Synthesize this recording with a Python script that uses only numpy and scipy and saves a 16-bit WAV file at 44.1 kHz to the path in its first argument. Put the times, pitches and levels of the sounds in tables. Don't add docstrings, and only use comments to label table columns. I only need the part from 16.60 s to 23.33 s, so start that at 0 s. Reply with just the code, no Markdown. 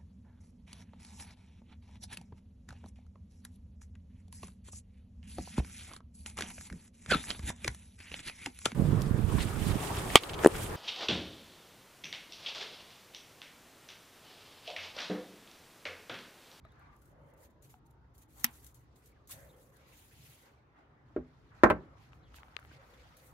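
import sys
import numpy as np
from scipy import signal
from scipy.fft import rfft, irfft, next_fast_len
from scipy.io import wavfile
from scipy.ndimage import uniform_filter1d

SR = 44100
rng = np.random.default_rng(int(sys.argv[2]) if len(sys.argv) > 2 else 0)


def file_out(sig):
    cols = np.atleast_2d(sig).T
    lim = np.clip(cols, -1, 1)
    pcm = np.round(lim * 32767).astype(np.int16)
    wavfile.write(sys.argv[1], SR, pcm)


def gain_from_db(level_db):
    decades = np.asarray(level_db, float) / 20
    return 10 ** decades


N = 296787
SIDES = np.array([[1], [-1]])

# f/Hz, density/dB per Hz
LEAF = [(1760, -56), (3000, -10), (4500, -6), (4900, -10.5), (6810, 0), (8230, -3.5), (10900, -0.5),
        (11800, 0.5), (14800, -4.5), (16000, -6)]
# f/Hz, t60/s
SNIP_DIE = [(240, 0.56), (1500, 0.17), (3000, 0.17), (6000, 0.08), (12000, 0.016)]


def evened(x):
    return x / np.sqrt(np.mean(x ** 2) + 1e-20)


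def read(points, hz):
    f, value = np.transpose(points)
    return np.interp(np.log(hz + 1), np.log(f + 1), value)


def add(mix, s, sound):
    part = mix[:, round(s * SR):][:, :sound.shape[1]]
    part += sound[:, :part.shape[1]]


def diffuse(size, tone, t60=None, patchy_db=0, frame=256, alike=None):
    # f/Hz, likeness/1
    open_field = [(60, 1), (150, 0.86), (380, 0.79), (950, 0), (2380, 0), (5980, 0.017), (15000, 0.13)]
    hop = frame // 4
    frames, hz = size // hop + 5, np.fft.rfftfreq(frame, 1 / SR)
    a, b, c, d, patch = rng.standard_normal((frames, len(hz), 5), dtype=np.float32).T
    patch = evened(uniform_filter1d(uniform_filter1d(patch, size=5, axis=0), size=16, axis=1))
    likeness = read(open_field if alike is None else alike, hz)
    same = np.clip(likeness, -1, 1)[:, None].astype(np.float32)
    left = a + 1j * b
    right = same * left + np.sqrt(1 - same ** 2) * (c + 1j * d)
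    top_edge = hz[:, None] > 15800
    db = read(tone, hz)[:, None] + patchy_db * patch - 70 * top_edge
    if t60:
        db = db - 60 * np.arange(frames) * hop / SR / read(t60, hz)[:, None]
    z = (np.array([left, right]) * gain_from_db(db)).astype(np.complex64)
    return signal.istft(z, nperseg=frame, noverlap=frame - hop)[1][:, :size]


def click(tone, size=4096):
    hz = abs(np.fft.fftfreq(size, 1 / SR))
    log_gain = np.log(gain_from_db(np.maximum(read(tone, hz), -100)))
    phase = -signal.hilbert(log_gain).imag
    pulse = np.fft.ifft(np.exp(log_gain + 1j * phase)).real[:size // 2]
    return pulse / np.linalg.norm(pulse)


def strike(row, tone, modes, die, ring_db, scatter_db, echoes, lag_ms, contact_ms, burst_db, burst_ms, echo_hz):
    # f/Hz, likeness/1
    near_field = [(60, 1), (150, 0.69), (300, 0.98), (600, 0.84), (1100, 0.24), (2400, .1), (6000, 0.37),
                  (15000, 0.18)]
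    s, peak_db, pan_db = row
    lead_ms = 1
    t = np.arange(16000) / SR
    blows = np.zeros((2, 2, len(t)))
    for k, (ms, left, right, late_ms) in enumerate([(0.0084, 0.87, 0.8, lag_ms)] + echoes):
        blows[min(k, 1), 0, round((lead_ms + ms + late_ms) * SR / 1000)] += left
        blows[min(k, 1), 1, round((lead_ms + ms) * SR / 1000)] += right
    dulling = signal.butter(2, min(echo_hz, 20000), fs=SR, output="sos")
    first, repeats = blows[0], signal.sosfiltfilt(dulling, blows[1])

    skews = 0.94 * rng.uniform(-1, 1, len(modes[0])) * (np.minimum(modes[0], 1200) / 1000) ** 1.7
    ring = np.zeros_like(blows)
    for hz, (db, t60, side_db, rise_ms), skew in zip(*modes, skews):
        answer = np.array([1, np.exp(-(rise_ms / 4) ** 2)])[:, None, None]
        decay = gain_from_db(db - 60 * t / t60 + side_db / 2 * SIDES)
        rise = 1 - np.exp(-t * 1000 / rise_ms)
        wave = np.sin(2 * np.pi * hz * t + skew * SIDES * np.minimum(t / 0.011, 1))
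        ring -= answer * decay * rise * wave
    contact = np.hanning(round(contact_ms * SR / 1000) + 3)
    ring = signal.fftconvolve(ring, contact[None, None], axes=2)[..., :len(t)]
    ring = signal.sosfilt(signal.butter(2, .6 * min(modes[0]), "high", fs=SR, output="sos"), ring)
    body = gain_from_db(ring_db) * ring / np.linalg.norm(ring[0, 0])
    body[..., :2048] -= click(tone)

    rattle = 1 + gain_from_db(burst_db) * np.exp(-(t * 1000 / burst_ms) ** 2)
    onset = np.clip(t / .003 - .4, 0, 1)
    scatter = diffuse(len(t), tone, die, frame=512, alike=near_field) * rattle * onset
    scatter *= gain_from_db(scatter_db) / np.linalg.norm(scatter[0])
    direct = signal.fftconvolve(body, [first, repeats], axes=2).sum(0)[:, :len(t)]
    out = (direct + scatter) * gain_from_db(pan_db / 2 * SIDES)
    return s - lead_ms / 1000, gain_from_db(peak_db) * out / abs(out).max()


def snip():
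    # t/s, peak level/dB, left-right level/dB
    cut = [
        (1.8432, -3.5, -0.5),
    ]
    # f/Hz, density/dB per Hz
    tone = [(88, -55.5), (150, -31.5), (275, -24), (504, -44.5), (837, -1.5), (1560, -7), (2020, -1),
            (3770, -6), (4080, -8.5), (5570, -6.5), (9440, -4), (11700, 12), (14400, -2.5), (16700, -3)]
    jaws_hz = [238, 262, 1900, 5700, 11420, 11880, 12700, 14500]
    # level/dB, t60/s, left-right level/dB, build-up/ms
    jaws = [(-25, 0.13, 2, 0.27), (-29.5, 0.043, -0.5, .4), (1, 0.0047, 1.5, 0.18), (1, 0.0046, -0.5, 0.1),
            (-10, 0.03, 0, 0.3), (-2.5, 0.018, 1.5, .4), (-4, 0.014, -0.5, .4), (-6.5, .015, 0, .4)]
    # t/ms, left share/1, right share/1, left lag/ms
    echoes = [(0.496, 0.2, 0.18, 0.09), (1.6, .6, 0.35, 0.033), (4, 0.17, .15, 0.39),
              (7.25, 0.1, 0.12, 0.18), (21.74, 0.045, .04, .2)]
    return strike(cut[0], tone, (jaws_hz, jaws), SNIP_DIE, -0.59, -8.5, echoes, lag_ms=0.13,
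                  contact_ms=.02, burst_db=11, burst_ms=10.0, echo_hz=19000)


def cutters_fall():
    # t/s, peak level/dB, left-right level/dB
    landing = [
        (5.0353, 0, 0),
    ]
    # t/s, peak level/dB, left-right level/dB
    bounce = [
        (5.1015, -10, 0),
    ]
    # f/Hz, density/dB per Hz
    landing_tone = [(35, -86), (70, -18.5), (110, -17.5), (200, -3), (400, 1.5), (600, -2.5), (1000, -3.5),
                    (1500, -4), (2000, -13), (2500, -17.5), (3000, -30), (4200, -31), (5000, -36),
                    (6300, -32.5), (9000, -46), (16000, -49)]
    # f/Hz, density/dB per Hz
    bounce_tone = [(50, -61), (120, -1), (250, -1), (600, 1), (1100, 1), (1800, -6), (2600, -11.5),
                   (4200, -27), (6300, -36), (9000, -37), (16000, -39.5)]
    board_hz = [62, 108, 175, 223, 264, 301, 352, 398, 465, 526, 560, 622, 754, 846, 1070, 1350, 1405, 1568,
                1825, 1920, 2094]
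    # level at landing/dB, level at bounce/dB, t60/s, left-right level/dB
    board = [(-17, -13.5, .4, 0), (-19.5, -11.5, 0.24, -0.5), (-6, 2, 0.2, -1), (-5, -2, 0.18, -1),
             (2, -2, 0.04, -1), (-4, -2, 0.12, -0.5), (-6, -14, 0.15, -1.5), (3.5, 5.5, .06, -0.5),
             (-5.5, 4, 0.091, -1.5), (-4.5, 0, 0.14, 1), (19, 7, 0.01, 2), (-6, 4, 0.14, -2.5),
             (4.5, -13, 0.058, -1.5), (0.5, 2, 0.1, 0.5), (5, 1, 0.09, 3), (0.5, 3, 0.08, -0.5),
             (3, -7, 0.026, 0), (-4, -2, 0.096, 0.5), (-1.5, -1, 0.09, 4), (-7, -5, .06, 4),
             (-12, -7, 0.076, 3)]
    # f/Hz, t60/s
    deck_die = [(70, 0.6), (250, 0.4), (700, 0.24), (1800, 0.22), (4000, 0.11), (12000, 0.11)]
    # t/ms, left share/1, right share/1, left lag/ms
    landing_echoes = [(0.805, -0.044, -0.29, 0.05), (3.01, 0.7, 0.65, .4), (8.3, 0.078, 0.2, 0.46),
                      (12.95, 0.2, 0.29, .05), (25.38, .1, 0.37, .1)]
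    # t/ms, left share/1, right share/1, left lag/ms
    bounce_echoes = [(3.0, 0.32, 0.75, .4), (5.5, -0.37, 0.22, 0.046), (10, 0.6, 0.49, 0.22),
                     (14, 0.19, 0.35, .1)]
    rise_ms = 0.52
    hit, rehit = ((board_hz, [(row[k], *row[2:], rise_ms) for row in board]) for k in range(2))
    return [strike(landing[0], landing_tone, hit, deck_die, 1.9, -1, landing_echoes, lag_ms=.07,
                   contact_ms=.2, burst_db=8.1, burst_ms=9.3, echo_hz=2580),
            strike(bounce[0], bounce_tone, rehit, deck_die, 1.5, 2.1, bounce_echoes, lag_ms=0.087,
                   contact_ms=.2, burst_db=12.8, burst_ms=17, echo_hz=2600)]


def heel_thud():
    # t/s, peak level/dB, left-right level/dB
    step = [
        (4.5635, -20.5, -0.56),
    ]
    # f/Hz, density/dB per Hz
    tone = [(29, -51), (60, -2.5), (184, -29), (360, 1.5), (496, -10), (623, -11), (815, -23), (1000, -22),
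            (1400, -22), (1520, -20.5), (7000, -66), (9100, -101), (15400, -120)]
    joist_hz = [66, 156, 252, 313, 380, 396, 446, 528, 600, 712, 805, 1410]
    # level/dB, t60/s, left-right level/dB, build-up/ms
    joist = [(5, 0.18, 0, 5.3), (-10.5, 0.37, 0.0048, 3), (14, 0.19, 0, 72), (15, 0.08, 0, 9),
             (14, 0.035, 0, 0.31), (-14, 0.1, 0.01, .4), (-2, 0.08, 0, .4), (-2.5, 0.09, 0.0061, .4),
             (1, 0.088, 0, 2.5), (-10, 0.065, 0, .4), (-8.5, 0.096, 0.0018, .4), (-10, 0.05, 0, .4)]
    # f/Hz, t60/s
    die = [(70, 0.57), (250, 0.3), (450, 0.26), (800, 0.23), (1800, 0.18), (4000, 0.11), (12000, 0.097)]
    # t/ms, left share/1, right share/1, left lag/ms
    echoes = [(-1, -0.11, -0.1, 0), (3.6, -0.23, -0.14, 0), (11.5, 0.29, 0.234, .1), (25.5, 0.26, 0.26, 0),
              (39, -0.0097, 0.15, 0.1)]
    return strike(step[0], tone, (joist_hz, joist), die, 12.6, 4.4, echoes, lag_ms=.05,
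                  contact_ms=.5, burst_db=3, burst_ms=19, echo_hz=1200)


def palm_tick():
    # t/s, peak level/dB, left-right level/dB
    touch = [
        (5.9665, -18.5, 38),
    ]
    # f/Hz, density/dB per Hz
    tone = [(200, -33), (400, -11), (1000, -22), (1540, -6), (2620, -2), (4260, -10.5), (5770, -28.5),
            (6820, -23), (9810, -41), (15000, -39)]
    # t/ms, left share/1, right share/1, left lag/ms
    echoes = [(1.4, 0.013, .03, 0)]
    mode = ([1215], [(0, 0.017, 0, 0.35)])
    return strike(touch[0], tone, mode, SNIP_DIE, -10.0, -44, echoes, lag_ms=0,
                  contact_ms=.1, burst_db=3.8, burst_ms=2.5, echo_hz=9000)


def movement(rows, touch_s, leave_s, swell_db, rest_db):
    silent_db = -25.5
    t = np.arange(0, N + 64, 32) / SR
    power = gain_from_db(2 * rest_db) + 0 * t
    for s, length, db, place in rows:
        place = np.clip(place, .02, .98)
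        when = s + np.cumsum([0, touch_s, place * length, (1 - place) * length, leave_s])
        shape_db = [silent_db, -swell_db * place, 0, -swell_db * (1 - place), silent_db]
        power = power + gain_from_db(2 * (db + np.interp(t, when, shape_db, left=-200, right=-200)))
    return np.interp(np.arange(N) / SR, t, np.sqrt(power))


def leaves():
    # t/s, length/s, hiss level/dB, place of peak/1
    stroke_rows = [(.19, 0.043, -84, 0), (.31, 0.19, -76, 0.72), (.54, 0.15, -81.5, 1),
                   (.76, 0.083, -64.5, 0.8), (.89, 0.017, -75, 0), (1.014, 0.054, -64, 0.27),
                   (1.08, 0.062, -64, 0.2), (1.25, 0.012, -72, 0.1), (1.295, 0.0065, -70.5, 0),
                   (1.535, 0.035, -67, 0), (1.575, 0.04, -64.5, 0.9), (1.68, 0.15, -61, 0.79),
                   (1.79, 0.087, -64.5, 0.86), (1.818, .004, -47, 1), (1.89, 0.18, -62.5, 0.3),
                   (2.01, 0.084, -62.5, 0.49), (2.135, 0.074, -65.5, 0), (2.345, 0.089, -69.5, 0),
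                   (2.42, 0.062, -66.5, 0.5), (2.68, 0.037, -45, 0.68), (2.685, 0.23, -59, 0.07),
                   (2.95, 0.14, -68.5, 0.37), (3.11, 0.17, -73.5, 0.1), (3.26, 0.32, -65, 0.37),
                   (3.51, 0.27, -63, 0.58), (3.78, 0.1, -69.5, 0.3), (3.89, 0.07, -82, .05),
                   (5.38, 0.1, -81, 0.36), (5.52, 0.061, -82, 0.4), (5.8, 0.17, -80, .2),
                   (6.0, 0.046, -77, 0.6), (6.1, 0.096, -78, 0.1), (6.2, 0.21, -77, 0.45),
                   (6.36, 0.25, -80.5, .6), (5.74, 0.03, -60.5, 0.26), (5.982, 0.0095, -66, 0),
                   (6.04, 0.039, -75.5, 0.05), (6.558, 0.072, -65.5, 0.05), (6.6, 0.098, -64.5, 0.52)]
    # t/s, length/s, body level/dB, place of peak/1
    scuff_rows = [(.03, 0.34, -78, 0.53), (1.87, 0.084, -83, 0), (3.15, 0.22, -72, 0.17),
                  (3.24, 0.25, -68.5, 0.3), (3.5, 0.38, -65.5, 0.39), (3.82, 0.17, -74, 0.15),
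                  (1.795, .03, -85, .3), (4.15, 0.065, -80, 0.47), (4.45, 0.79, -76, 0.79),
                  (4.94, 0.1, -72.5, 0.25), (2.2, 0.45, -79, 0.53), (5.24, 0.24, -79.5, 0.34),
                  (5.36, 0.13, -70, 0.45), (5.51, 0.1, -72.5, 0.05), (5.6, 0.13, -71.5, 1),
                  (5.73, 0.068, -61.5, 0.23), (5.8, 0.41, -73, 0.38), (6.06, 0.097, -64.5, 0.72),
                  (6.18, 0.44, -68, 0.49), (6.55, 0.23, -91, .3)]
    # f/Hz, density/dB per Hz
    twig_tone = [(300, -94), (1000, -26.5), (2000, -2), (3000, -5), (4500, -8.5), (6500, -16.5),
                 (10000, -66)]
    # f/Hz, gain/dB
    fizz = [(2500, -4), (4000, 2), (5200, 4), (6500, 0), (8500, -5), (11000, -9), (16000, -14)]
    body_db, fizz_db = -9.5, -5.5
    strokes = movement(stroke_rows, touch_s=0.016, leave_s=0.036, swell_db=16.5, rest_db=-104)
    scuffs = movement(scuff_rows, 0.012, 0.037, swell_db=11.5, rest_db=-93.5)
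    contacts = gain_from_db(3.6 * np.minimum(rng.exponential(1, N), 5)) * (rng.random(N) < 900 / SR)
    grain = 1 + 0.25 * evened(signal.lfilter([1], [1, -.98], contacts))
    flicker_db = evened(uniform_filter1d(uniform_filter1d(rng.standard_normal(N), size=300), size=300))
    leaf = evened(diffuse(N, LEAF, patchy_db=2.1) * grain)
    size = next_fast_len(N)
    fizz_gain = gain_from_db(read(fizz, np.fft.rfftfreq(size, 1 / SR)))
    dull = irfft(rfft(leaf[:, ::-1], size) * fizz_gain, size)[:, :N]
    hiss = leaf * strokes + dull * gain_from_db(fizz_db) * scuffs
    body = evened(diffuse(N, twig_tone, patchy_db=2.5)) * np.hypot(scuffs, gain_from_db(body_db) * strokes)
    return (hiss + body) * gain_from_db(.9 * flicker_db)


def flick(s, peak_db, pan_db, t60):
    t = np.arange(4000) / SR
    puff = evened(diffuse(len(t), LEAF)) * gain_from_db(peak_db - 3.0 - 60 * t / t60)
    return s, puff * np.minimum(t / .001, 1) * gain_from_db(pan_db / 2 * SIDES)


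def tick(s, peak_db, hz, pan_db, t60):
    t = np.arange(2000) / SR
    dull = signal.butter(3, [550, 2900], "band", fs=SR, output="sos")
    snap = 2.5 * signal.sosfilt(dull, rng.standard_normal((2, len(t))) * np.exp(-t / .0012))
    onset = np.sin(np.pi / 2 * np.minimum(t / .001, 1)) ** 2
    ring = np.sin(2 * np.pi * hz * t) * gain_from_db(-60 * t / t60) * onset
    snap_share = .55 * hz / 1000
    return s, gain_from_db(peak_db) * (ring + snap_share * snap) * gain_from_db(np.clip(pan_db, -5, 5) / 2 * SIDES)


def shuffle():
    # t/s, length/s, level/dB, place of peak/1
    sleeve = [(.02, 0.31, -62.5, 0.74), (.4, 0.43, -67.5, 0.8), (1.75, 0.29, -63.5, 0.19),
              (2.68, 0.3, -62.5, 0.08), (3.05, 0.37, -69, 0.6), (3.75, 3.4, -71.5, 0.11),
              (3.8, 0.13, -68, 0.4), (4.14, 0.11, -64, 0.27), (4.9, 0.9, -62.5, 0.1),
              (5.75, 1.26, -64, 0.39)]
    # f/Hz, density/dB per Hz
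    cloth = [(200, -79.5), (500, -14.5), (800, -4), (1300, -6.5), (2000, -10.5), (3500, -31.5),
             (7000, -90.5)]
    gain = movement(sleeve, 0.02, 0.08, swell_db=12.0, rest_db=-79.5)
    return gain * evened(diffuse(N, cloth, patchy_db=3.0, frame=512))


def chirp(s, length, from_hz, to_hz, db):
    hz = np.geomspace(from_hz, to_hz, round(length * SR))
    waver = uniform_filter1d(rng.standard_normal(4410), size=60)[:len(hz)]
    turns = np.cumsum(hz * (1 + .5 * waver)) / SR
    port_phase = np.array([[0], [.9]])
    return s, gain_from_db(db) * signal.windows.tukey(len(hz), .6) * np.sin(2 * np.pi * turns + port_phase)


def whine(s, length, hz, width_hz, db):
    t = np.arange(round(length * SR)) / SR
    r = np.exp(-np.pi * 1.55 * width_hz / SR)
    noise = rng.standard_normal((SR // 2, 3, 2)) @ [1, 1j]
    slow = signal.lfilter([1], np.convolve([1, -r], [1, -r]), noise, axis=0)[-len(t):].T
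    band = ((slow[0] + 0.69 * slow[1:]) * np.exp(2j * np.pi * hz * t)).real
    return s, gain_from_db(db) * signal.windows.tukey(len(t), .5) * evened(band)


def traffic():
    # t/s, level/dB
    road = [(0.0, -60), (0.881, -63), (1.1, -69), (1.849, -61.5), (2.399, -65.5), (2.81, -59.5),
            (3.05, -68), (3.5, -64.5), (3.949, -71), (4.401, -63.5), (5.141, -62.5), (5.83, -62),
            (6.451, -62), (6.73, -67.5)]
    # f/Hz, density/dB per Hz
    rumble_tone = [(20, -36), (40, -5), (60, 3.5), (90, -7), (125, -0.5), (170, -11), (260, -59),
                   (600, -100)]
    # f/Hz, density/dB per Hz
    drone_tone = [(60, -83.5), (120, -38.5), (200, -2), (300, 0.5), (450, -14.5), (700, -41.5), (1500, -90)]
    # f/Hz, density/dB per Hz
    air_tone = [(240, -37), (400, 1.5), (600, -4), (900, -5.5), (1400, -8.5), (2200, -24.5), (3800, -24.5),
                (6500, -34.5), (9000, -52), (16000, -55)]
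    road_db = np.interp(np.arange(N) / SR, *np.transpose(road))
    drone_db = -71.5 + 0.2 * (road_db - road_db.mean())
    rumble = gain_from_db(road_db + 2.0) * evened(diffuse(N, rumble_tone, patchy_db=3.0, frame=2048))
    drone = gain_from_db(drone_db) * evened(diffuse(N, drone_tone, patchy_db=1.2, frame=1024))
    air = gain_from_db(-72) * evened(diffuse(N, air_tone, patchy_db=2.4, frame=1024))
    return rumble + drone + air


def scene():
    # t/s, peak level/dB, ring f/Hz, left-right level/dB, t60/s
    ticks = [(0.05, -52, 1244, 15, 0.042), (0.051, -51.5, 650, -8, 0.046), (1.142, -64, 740, 5, 0.25),
             (6.116, -47, 293, 7, 0.017), (1.141, -47, 830, -6, 0.02), (5.521, -50, 1300, 0, 0.0062),
             (5.532, -45, 1070, 10, 0.0044), (5.743, -44, 1290, -10, 0.01), (5.785, -49, 1550, -7, 0.017),
             (5.832, -43, 1300, 9, 0.0054), (5.883, -51, 1570, 22, 0.0075), (5.846, -57, 1500, -4, 0.0088),
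             (5.943, -58, 1490, 10, .007), (5.99, -43, 1550, 5, 0.0081), (6.028, -50, 1320, 5, 0.0092),
             (6.0493, -44, 1230, 5, 0.0061), (6.113, -54, 1580, 5, 0.042)]
    # t/s, peak level/dB, left-right level/dB, t60/s
    flicks = [(.05, -68, 3, .02), (.12, -66, 5, .02), (4.566, -78, 1, .03), (0.193, -70, 3, 0.04),
              (0.3636, -63, 7, 0.019), (0.417, -65.5, 4, 0.094), (0.455, -64, 6, 0.044),
              (0.736, -68, 4, 0.046), (1.023, -59, 7, 0.045), (1.579, -58, 2, 0.099),
              (1.7953, -51.5, 9, 0.14), (2.045, -47.5, 13, 0.014), (2.0644, -48.5, 6.5, 0.056),
              (2.144, -56.5, 6, 0.045), (2.458, -57.5, -1, 0.042), (2.673, -52.5, -1, 0.051),
              (2.7086, -42, 4, 0.044), (3.167, -59, 6, .03), (4.9651, -86, 4, 0.031),
              (6.568, -55.5, 6, 0.042)]
    # t/s, length/s, from f/Hz, to f/Hz, level/dB
    chirps = [(.035, .045, 3800, 4050, -74), (.082, .035, 3700, 3300, -77), (.114, .016, 3900, 3600, -72),
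              (2.522, .012, 2250, 2150, -70), (2.555, .03, 1900, 1400, -72), (2.595, .03, 1300, 1150, -70),
              (2.885, .035, 4100, 3500, -69), (2.925, .035, 3100, 3200, -76), (5.615, .08, 4200, 2850, -73),
              (5.74, .025, 4100, 3700, -69), (5.757, .03, 3100, 2400, -66)]
    # t/s, length/s, f/Hz, width/Hz, level/dB
    whines = [(.45, 0.48, 550, 100, -66.5), (.5, 0.45, 897, 80.4, -76), (.77, 0.28, 996, 50, -79.5),
              (.92, .15, 580, 70, -74), (.25, 0.18, 1177, 70, -72), (1.2, 0.34, 896, 56.5, -76),
              (1.57, .15, 850, 69.5, -78.5), (2.709, .22, 580, 129, -64.5), (2.76, 0.4, 518.6, 59.6, -68.5),
              (2.72, 0.28, 870, 60, -89), (3.15, 0.2, 525, 80, -71.5), (3.8, 0.16, 520, 70, -73.5),
              (5.2, 0.19, 545, 69.7, -71), (6.12, .12, 542, 60, -66.5), (6.27, 0.19, 518, 60.5, -67.5),
              (6.52, .21, 514, 59.8, -69.5)]
    mix = traffic() + leaves() + shuffle()
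    for blow in [snip(), *cutters_fall(), heel_thud(), palm_tick()]:
        add(mix, *blow)
    for make, rows in ((tick, ticks), (flick, flicks), (chirp, chirps), (whine, whines)):
        for row in rows:
            add(mix, *make(*row))
    return mix


def roll_off(x):
    return signal.sosfilt(signal.butter(12, 16820, fs=SR, output="sos"), x)


def record(dry):
    thin = signal.sosfilt(signal.butter(5, 47, "high", fs=SR, output="sos"), dry)
    thin = signal.sosfilt(signal.cheby2(14, 60, 16850, fs=SR, output="sos"), thin)
    return roll_off(thin)


dry = scene()
out = record(dry)
file_out(out)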